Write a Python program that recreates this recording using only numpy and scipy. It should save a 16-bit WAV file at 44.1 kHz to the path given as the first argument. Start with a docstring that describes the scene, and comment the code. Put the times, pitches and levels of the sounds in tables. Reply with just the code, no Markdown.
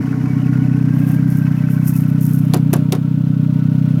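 """An idling car backfires

A car idles outdoors with a deep, lumpy throb as its cylinders push pulses down the tailpipe.
A handheld camera walks round to the pipe: fingers rub on it, and the engine's clatter falls behind
the bodywork. Then fuel ignites in the exhaust three times; a nearby wall throws each bang back."""
import sys
import numpy as np
from scipy import signal
from scipy.fft import rfft, irfft
from scipy.io import wavfile
from scipy.ndimage import uniform_filter1d, minimum_filter1d

SR = 44100
rng = np.random.default_rng(int(sys.argv[2]) if len(sys.argv) > 2 else 0)


def persist_wave(psi):
    """Save psi, clipped to +-1, as 16-bit WAV."""
    counts = np.round(np.clip(psi, -1, 1) * 32767).astype(np.int16)
    wavfile.write(sys.argv[1], SR, np.atleast_2d(counts).T)


N = 176400
T = np.arange(N) / SR

# idle speed: time_s, firings_per_s
IDLE_SPEED = [(0.0, 30.73), (0.25, 31.45), (0.5, 31.64), (0.75, 31.46), (1.0, 30.93), (1.25, 31.86),
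              (1.5, 31.2), (1.75, 31.67), (2.0, 31.27), (2.25, 31.22), (2.5, 31.26), (2.75, 30.86),
              (3.0, 31.22), (3.25, 31.49), (3.5, 31.14), (3.75, 31.46), (4.0, 31.61)]
# the four cylinders in firing order: place_in_interval (0-1), level_db
CYLINDERS = [(.528, -.5), (.543, -.4), (.512, .1), (.544, .6)]
# loudness of the throb: time_s, level_db
THROB_LEVEL = [(0, -18), (.3, -15), (.7, -11), (1.2, -12), (1.55, -14), (1.8, -13), (2.1, -12.5),
               (2.65, -11), (2.98, -15.5), (3.3, -13), (3.95, -12)]
# tone of one exhaust pulse: pitch_hz, beside_car_db, behind_car_db
PULSE_TONE = [(25, -51, -56), (63, -33, -30.5), (78.7, -20.5, -24), (87, -19, -16.5), (130.8, -3.5, -4.5),
              (153, -3, 0.5), (192.6, -6.5, -0.5), (202.4, -10.5, -7.5), (247.8, -2, -6.5),
              (267.4, -10.5, -12), (299.3, -21.5, -23.5), (319, -40.5, -58), (433, -51, -69),
              (900, -68, -71), (1980, -100, -100)]
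# the camera's walk: time_s, share (0 beside the car, 1 behind it)
CAMERA_WALK = [(0, 0), (.35, 0.14), (.7, 0.08), (1.2, 0.72), (1.5, 0.79), (4, 0.79)]
# how hard each cylinder kicks the silencer shell: level_db
SHELL_KICKS = [-4.5, -1.5, -4.5, 1.5]
# loudness of the shell's drone: time_s, level_db
SHELL_LEVEL = [(0, -22), (.4, -22.5), (1.25, -21), (1.6, -30), (2.6, -24), (4, -30)]
# backfires: start_s, crack_db, snap_db, boom_db, ring_pitch_ratio,
# second_crack_delay_s, second_crack_db, echo_delay_s
BANGS = [(2.537, -23, -21, -15.5, 1.015, 0.0064, -20, .029),
         (2.7309, -19.5, -31, -15.5, 0.99, 0.0066, -17, .028),
         (2.9227, -18.5, -13, -18.5, 1.04, 0.0068, -24, .028)]
# tone of the sharp crack: pitch_hz, level_db
CRACK_TONE = [(400, -1), (1500, -7), (2600, -4), (3800, -8), (5500, -1), (8000, -4), (12000, 1),
              (16000, -11)]
# tone of the low boom: pitch_hz, level_db
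BOOM_TONE = [(40, -16), (150, 0), (300, 9), (720, -4), (1100, -5), (1600, -12), (2600, -18.5),
             (5000, -25.5), (16000, -57)]
# notes ringing in the boom: pitch_hz, level_db, fade_s (time to fall 60 dB)
BOOM_NOTES = [(360, 3.5, 0.15), (447.3, -1, 0.18), (718, 3.5, .09), (1036, -5.5, 0.082), (1406, -13, 0.13)]
# tone of the clatter in the open: pitch_hz, level_db
OPEN_TONE = [(30, -71), (60, 9), (330, 8), (520, -7.5), (800, -3.5), (1200, -6.5), (1600, -6.5),
             (2000, -5.5), (2600, -15.5), (3600, -25), (5600, -19.5), (8000, -28.5), (12000, -26.5),
             (16000, -32)]
# tone of the clatter behind the bodywork: pitch_hz, level_db
SCREENED_TONE = [(30, -3), (60, 3), (330, 5.5), (520, 7), (900, -2.5), (1400, 0), (1800, -6.5), (2600, -6),
                 (4000, -19), (8000, -24), (16000, -21)]
# loudness of the clatter: time_s, open_db, screened_db
CLATTER_LEVEL = [(0, -34.5, -65), (.4, -34, -61), (1.1, -36, -38), (1.6, -36, -77), (2.0, -38, -49.5),
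                 (2.5, -44, -41.5), (3.1, -70, -45), (3.5, -47, -44), (4, -53, -41)]
# ringing of the exhaust and body: pitch_hz, width_hz, beside_car_db, behind_car_db
BODY_RINGS = [(438.5, 17.8, -40.5, -50.5), (600.6, 23, -50.5, -47.5), (742, 21, -47.5, -61.5),
              (942, 15, -54, -55.5), (1095, 30, -50, -62.5), (1337, 30, -58, -52.5)]
# whirr of the belt drive: time_s, pitch_hz, level_db
BELT_WHIRR = [(0, 1535, -70), (.55, 1420, -43), (1.0, 1614, -45.5), (1.55, 1557, -46), (2.1, 1490, -52),
              (3.0, 1484, -57.5), (4, 1465, -48)]
# tone of the gas hiss at the pipe mouth: pitch_hz, level_db
HISS_TONE = [(400, -23), (1500, -25), (2800, 5.5), (3900, 2.5), (4600, -1.5), (6000, -3.5), (8000, -13),
             (16000, -6)]
# loudness of that hiss: time_s, level_db
HISS_LEVEL = [(0, -60.5), (2.2, -54.5), (2.7, -55), (3.2, -55.5), (4, -52)]
# notes a valve tick rings in the engine: pitch_hz, level_db, fade_s
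TICK_NOTES = [(1052, -11, 0.083), (1480, 2, 0.019), (1830, -14, 0.015), (2270, -11, 0.075),
              (2582, -7, 0.048), (2927, -10, 0.022)]
# ticks that stand out: start_s, level_db
CLEAR_TICKS = [(.108, -34), (1.466, -26)]
# finger rubs on the camera: peak_s, rise_s, fall_s, level_db
RUBS = [(.98, 0.039, 0.15, -48), (1.076, 0.01, 0.067, -40), (1.315, 0.027, 0.095, -43),
        (1.372, 0.027, 0.016, -43), (1.57, 0.044, 0.13, -53.5), (1.705, 0.011, 0.068, -40.5),
        (1.882, 0.02, 0.026, -27.5), (1.963, 0.014, 0.046, -34), (2.078, .006, 0.049, -47.5),
        (2.21, 0.005, 0.052, -33.5), (2.25, 0.034, 0.14, -37.5), (2.35, 0.016, 0.011, -37.5),
        (2.39, 0.005, 0.0066, -36)]
# tone of a rub: pitch_hz, level_db
RUB_TONE = [(30, 8), (100, -6), (400, -17), (3000, -57), (5200, -10), (6500, -11), (8000, -12),
            (9500, -5.5), (11000, -3.5), (13000, -2), (14500, -2), (16000, -13)]


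def throb(firings, jitter_s=0.00016, uneven_db=0.65, uneven_kick_db=1.2):
    """Four slightly unequal cylinders send pulses down the pipe and kick the silencer shell."""
    count = np.arange(int(firings[-1]) + 1)
    cylinder = count % len(CYLINDERS)
    place, db = np.array(CYLINDERS)[cylinder].T
    late, strength, kick = rng.standard_normal((len(count), 3)).T
    times = np.interp(count + place, firings, T) + jitter_s * late
    pulse_levels = db + uneven_db * strength
    kick_levels = np.array(SHELL_KICKS)[cylinder] + uneven_kick_db * kick
    pulses, kicks = np.zeros((2, N))
    for start_s, pulse_db, kick_db in zip(times, pulse_levels, kick_levels):
        add(pulses, max(start_s, 0), [amp(pulse_db)])
        add(kicks, max(start_s, 0), [amp(kick_db)])
    return tailpipe(pulses) + shell_drone(kicks)


def tailpipe(pulses, round_trip_s=0.00745, reflected=0.41):
    """Each pressure pulse bounces up and down the pipe, weaker on every round trip."""
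    hz = np.fft.rfftfreq(N, 1 / SR)
    bounced = rfft(pulses) / (1 - reflected * np.exp(-2j * np.pi * hz * round_trip_s))
    beside = unit(irfft(bounced * tone_gain(PULSE_TONE, column=1), N))
    behind = unit(irfft(bounced * tone_gain(PULSE_TONE, column=2), N))
    share = curve(CAMERA_WALK)
    return amp(curve(THROB_LEVEL)) * ((1 - share) * beside + share * behind)


def shell_drone(kicks, lowest_hz=189.2):
    """The silencer shell drones when kicked, but is too small to give off deep bass."""
    bass_cut = signal.butter(4, lowest_hz, "highpass", fs=SR, output="sos")
    return amp(curve(SHELL_LEVEL)) * ringing(signal.sosfilt(bass_cut, kicks), hz=264.7, width_hz=28.8)


def backfires(size=8192, wall_db=-16):
    """Fuel ignites in the pipe: a snap and two quick cracks over a boom, echoed by the wall."""
    out, t = np.zeros(N), T[:size]
    for start_s, crack_db, snap_db, boom_db, pitch_ratio, second_s, second_db, echo_s in BANGS:
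        crack_shape = fade(t, 0.014) + amp(-10) * fade(t, 0.035)  # a burst, then a softer sizzle
        bang = amp(crack_db) * crack_shape * noise(CRACK_TONE, size)
        add(bang, second_s, amp(second_db) * crack_shape * noise(CRACK_TONE, size))
        snap = ringing(rng.standard_normal(N), hz=3950, width_hz=1500)[:size]
        bang += amp(snap_db) * fade(t, 0.015) * snap
        bang += amp(boom_db) * boom(t, pitch_ratio)
        add(out, start_s, bang)
        add(out, start_s + echo_s, amp(wall_db) * bang)
    return out


def boom(t, pitch_ratio, rise_s=0.002, hold_s=0.0073, notes_db=-4.5):
    """The body of a backfire: a low burst of noise with a few short ringing notes."""
    sound = noise(BOOM_TONE, len(t)) * fade(np.maximum(t - hold_s, 0), fade_s=0.14)
    for hz, db, fade_s in BOOM_NOTES:
        note = np.sin(2 * np.pi * (pitch_ratio * hz * t + rng.random()))
        sound += amp(notes_db + db) * fade(t, fade_s) * note
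    return np.minimum(t / rise_s, 1) * sound


def machinery(firings, swell_db=3, peak_place=0.85):
    """Clatter, ringing and gas hiss swell with each firing; the belt whirrs alongside."""
    puff_db = swell_db * np.cos(2 * np.pi * (firings - peak_place))
    puffs = unit(amp(puff_db))
    return clatter(puff_db) + body_rings(puffs) + belt_whirr() + gas_hiss(puffs)


def clatter(puff_db, puff_share=0.12, flicker_db=1.7):
    """Flickering engine noise, part heard in the open and part through the bodywork."""
    in_open = noise(OPEN_TONE) * amp(curve(CLATTER_LEVEL))
    screened = noise(SCREENED_TONE) * amp(curve(CLATTER_LEVEL, column=2))
    return (in_open + screened) * unit(amp(puff_share * puff_db + flicker_db * wander(hz=60)))


def body_rings(puffs):
    """Each firing shakes the exhaust and body, which ring at their own pitches."""
    shake = puffs * rng.standard_normal(N)
    share = curve(CAMERA_WALK)
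    return sum(amp(beside_db + share * (behind_db - beside_db)) * ringing(shake, hz, width_hz)
               for hz, width_hz, beside_db, behind_db in BODY_RINGS)


def belt_whirr():
    """The belt drive whirrs: noise narrowed to one sliding pitch."""
    whirr = rng.standard_normal(N)
    for _ in range(2):
        whirr = sliding_ring(whirr, curve(BELT_WHIRR), width_hz=53)
    return unit(whirr) * amp(curve(BELT_WHIRR, column=2))


def gas_hiss(puffs):
    """Gas leaves the pipe mouth in hissing puffs."""
    return noise(HISS_TONE) * puffs * amp(curve(HISS_LEVEL))


def valve_ticks(ticks_per_s=125, relative_db=-10.5, rise_s=0.0012):
    """Valve ticks ring the engine, loudest while the engine bay is in the open."""
    t = T[:2048]
    notes = [amp(db) * fade(t, fade_s) * np.sin(2 * np.pi * hz * t) for hz, db, fade_s in TICK_NOTES]
    patter = sum(signal.fftconvolve(clicks(ticks_per_s / len(notes), spread_db=1.8), note)[:N]
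                 for note in notes)
    out = unit(patter) * amp(relative_db + curve(CLATTER_LEVEL))
    for start_s, db in CLEAR_TICKS:
        add(out, start_s, amp(db) * sum(notes) * np.minimum(t / rise_s, 1))
    return out


def finger_rubs(grit_db=1, grain_db=2.5, ripple_db=2.2):
    """Fingers slip on the camera: grainy hiss through the many small resonances of its case."""
    power = sum(amp(db) ** 2 * np.exp(-2 * np.maximum((peak_s - T) / rise_s, (T - peak_s) / fall_s))
                for peak_s, rise_s, fall_s, db in RUBS)
    grit = with_tone(clicks(per_s=700, spread_db=4.5), RUB_TONE)
    grains = (noise(RUB_TONE) + amp(grit_db) * grit) * amp(grain_db * wander(hz=340))
    ripple = rng.standard_normal(N // 2 + 1)  # the case lifts some pitches and dulls others
    ripple = unit(uniform_filter1d(uniform_filter1d(ripple, size=600), size=400))
    return np.sqrt(power) * unit(irfft(rfft(grains) * amp(ripple_db * ripple), N))


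def yard(x, tail_db=-19):
    """The surroundings scatter a sound, adding a faint tail."""
    t = T[:SR // 2]
    tail = rng.standard_normal(len(t)) * fade(t, fade_s=0.22)
    return x + amp(tail_db) * signal.fftconvolve(x, tail / np.linalg.norm(tail))[:N]


def amp(db):
    """Turns decibels into a gain."""
    return 10 ** (np.asarray(db) / 20)


def fade(t, fade_s):
    """A gain that falls 60 dB in fade_s."""
    return amp(-60 * t / fade_s)


def unit(x):
    """Scales a sound to an average (rms) level of 1."""
    return x / np.sqrt(np.mean(x ** 2) + 1e-20)


def curve(rows, column=1):
    """One column of a time table, at every sample."""
    rows = np.array(rows)
    return np.interp(T, rows[:, 0], rows[:, column])


def tone_gain(rows, size=N, column=1):
    """One column of a tone table, as a gain at every pitch."""
    rows, hz = np.array(rows), np.fft.rfftfreq(size, 1 / SR)
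    return amp(np.interp(np.log(hz + 1), np.log(rows[:, 0]), rows[:, column]))


def with_tone(x, rows):
    """Shapes a sound with a tone table, at level 1."""
    return unit(irfft(rfft(x) * tone_gain(rows, len(x)), len(x)))


def noise(rows, size=N):
    """Noise with a given tone."""
    return with_tone(rng.standard_normal(size), rows)


def wander(hz):
    """Random drift, mostly slower than hz."""
    return unit(irfft(rfft(rng.standard_normal(N)) / (1 + (np.fft.rfftfreq(N, 1 / SR) / hz) ** 4), N))


def clicks(per_s, spread_db):
    """Random clicks, a few of them large."""
    hits = (rng.random(N) < per_s / SR) * rng.choice([-1, 1], N)
    return hits * amp(spread_db * np.minimum(rng.exponential(1, N), 4))


def ringing(x, hz, width_hz):
    """Makes a sound ring around one pitch, at level 1."""
    return unit(irfft(rfft(x) / (1 + 2j * (np.fft.rfftfreq(N, 1 / SR) - hz) / width_hz) ** 2, N))


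def sliding_ring(x, hz, width_hz):
    """Makes a sound ring around a moving pitch."""
    turn = np.exp(2j * np.pi * np.cumsum(hz) / SR)
    kept = np.exp(-np.pi * width_hz / SR)
    return 2 * (turn * signal.lfilter([1 - kept], [1, -kept], x / turn)).real


def add(mix, start_s, sound):
    """Mixes a sound in at start_s."""
    part = mix[round(start_s * SR):][:len(sound)]
    part += sound[:len(part)]


def scene():
    """The idling car, the backfires and the hand on the camera."""
    firings = np.cumsum(curve(IDLE_SPEED)) / SR  # running count of cylinder firings
    engine = throb(firings) + machinery(firings) + valve_ticks()
    return (engine + yard(backfires()) + finger_rubs())[None]


def record(dry):
    """A fast limiter holds the peaks down, the ends fade quickly and the highest treble is cut."""
    limit_db, end_fade_s, top_hz = -2.9, 0.004, 16100
    allowed_gain = np.minimum(amp(limit_db) / (abs(dry[0]) + 1e-9), 1)
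    gain = uniform_filter1d(minimum_filter1d(allowed_gain, size=801), size=801)
    gain *= np.minimum(np.minimum(T, T[::-1]) / end_fade_s, 1)
    treble_cut = signal.firwin(511, top_hz, window=("kaiser", 9), fs=SR)
    return signal.oaconvolve(dry * gain, treble_cut[None], "same")


dry = scene()
out = record(dry)
persist_wave(out)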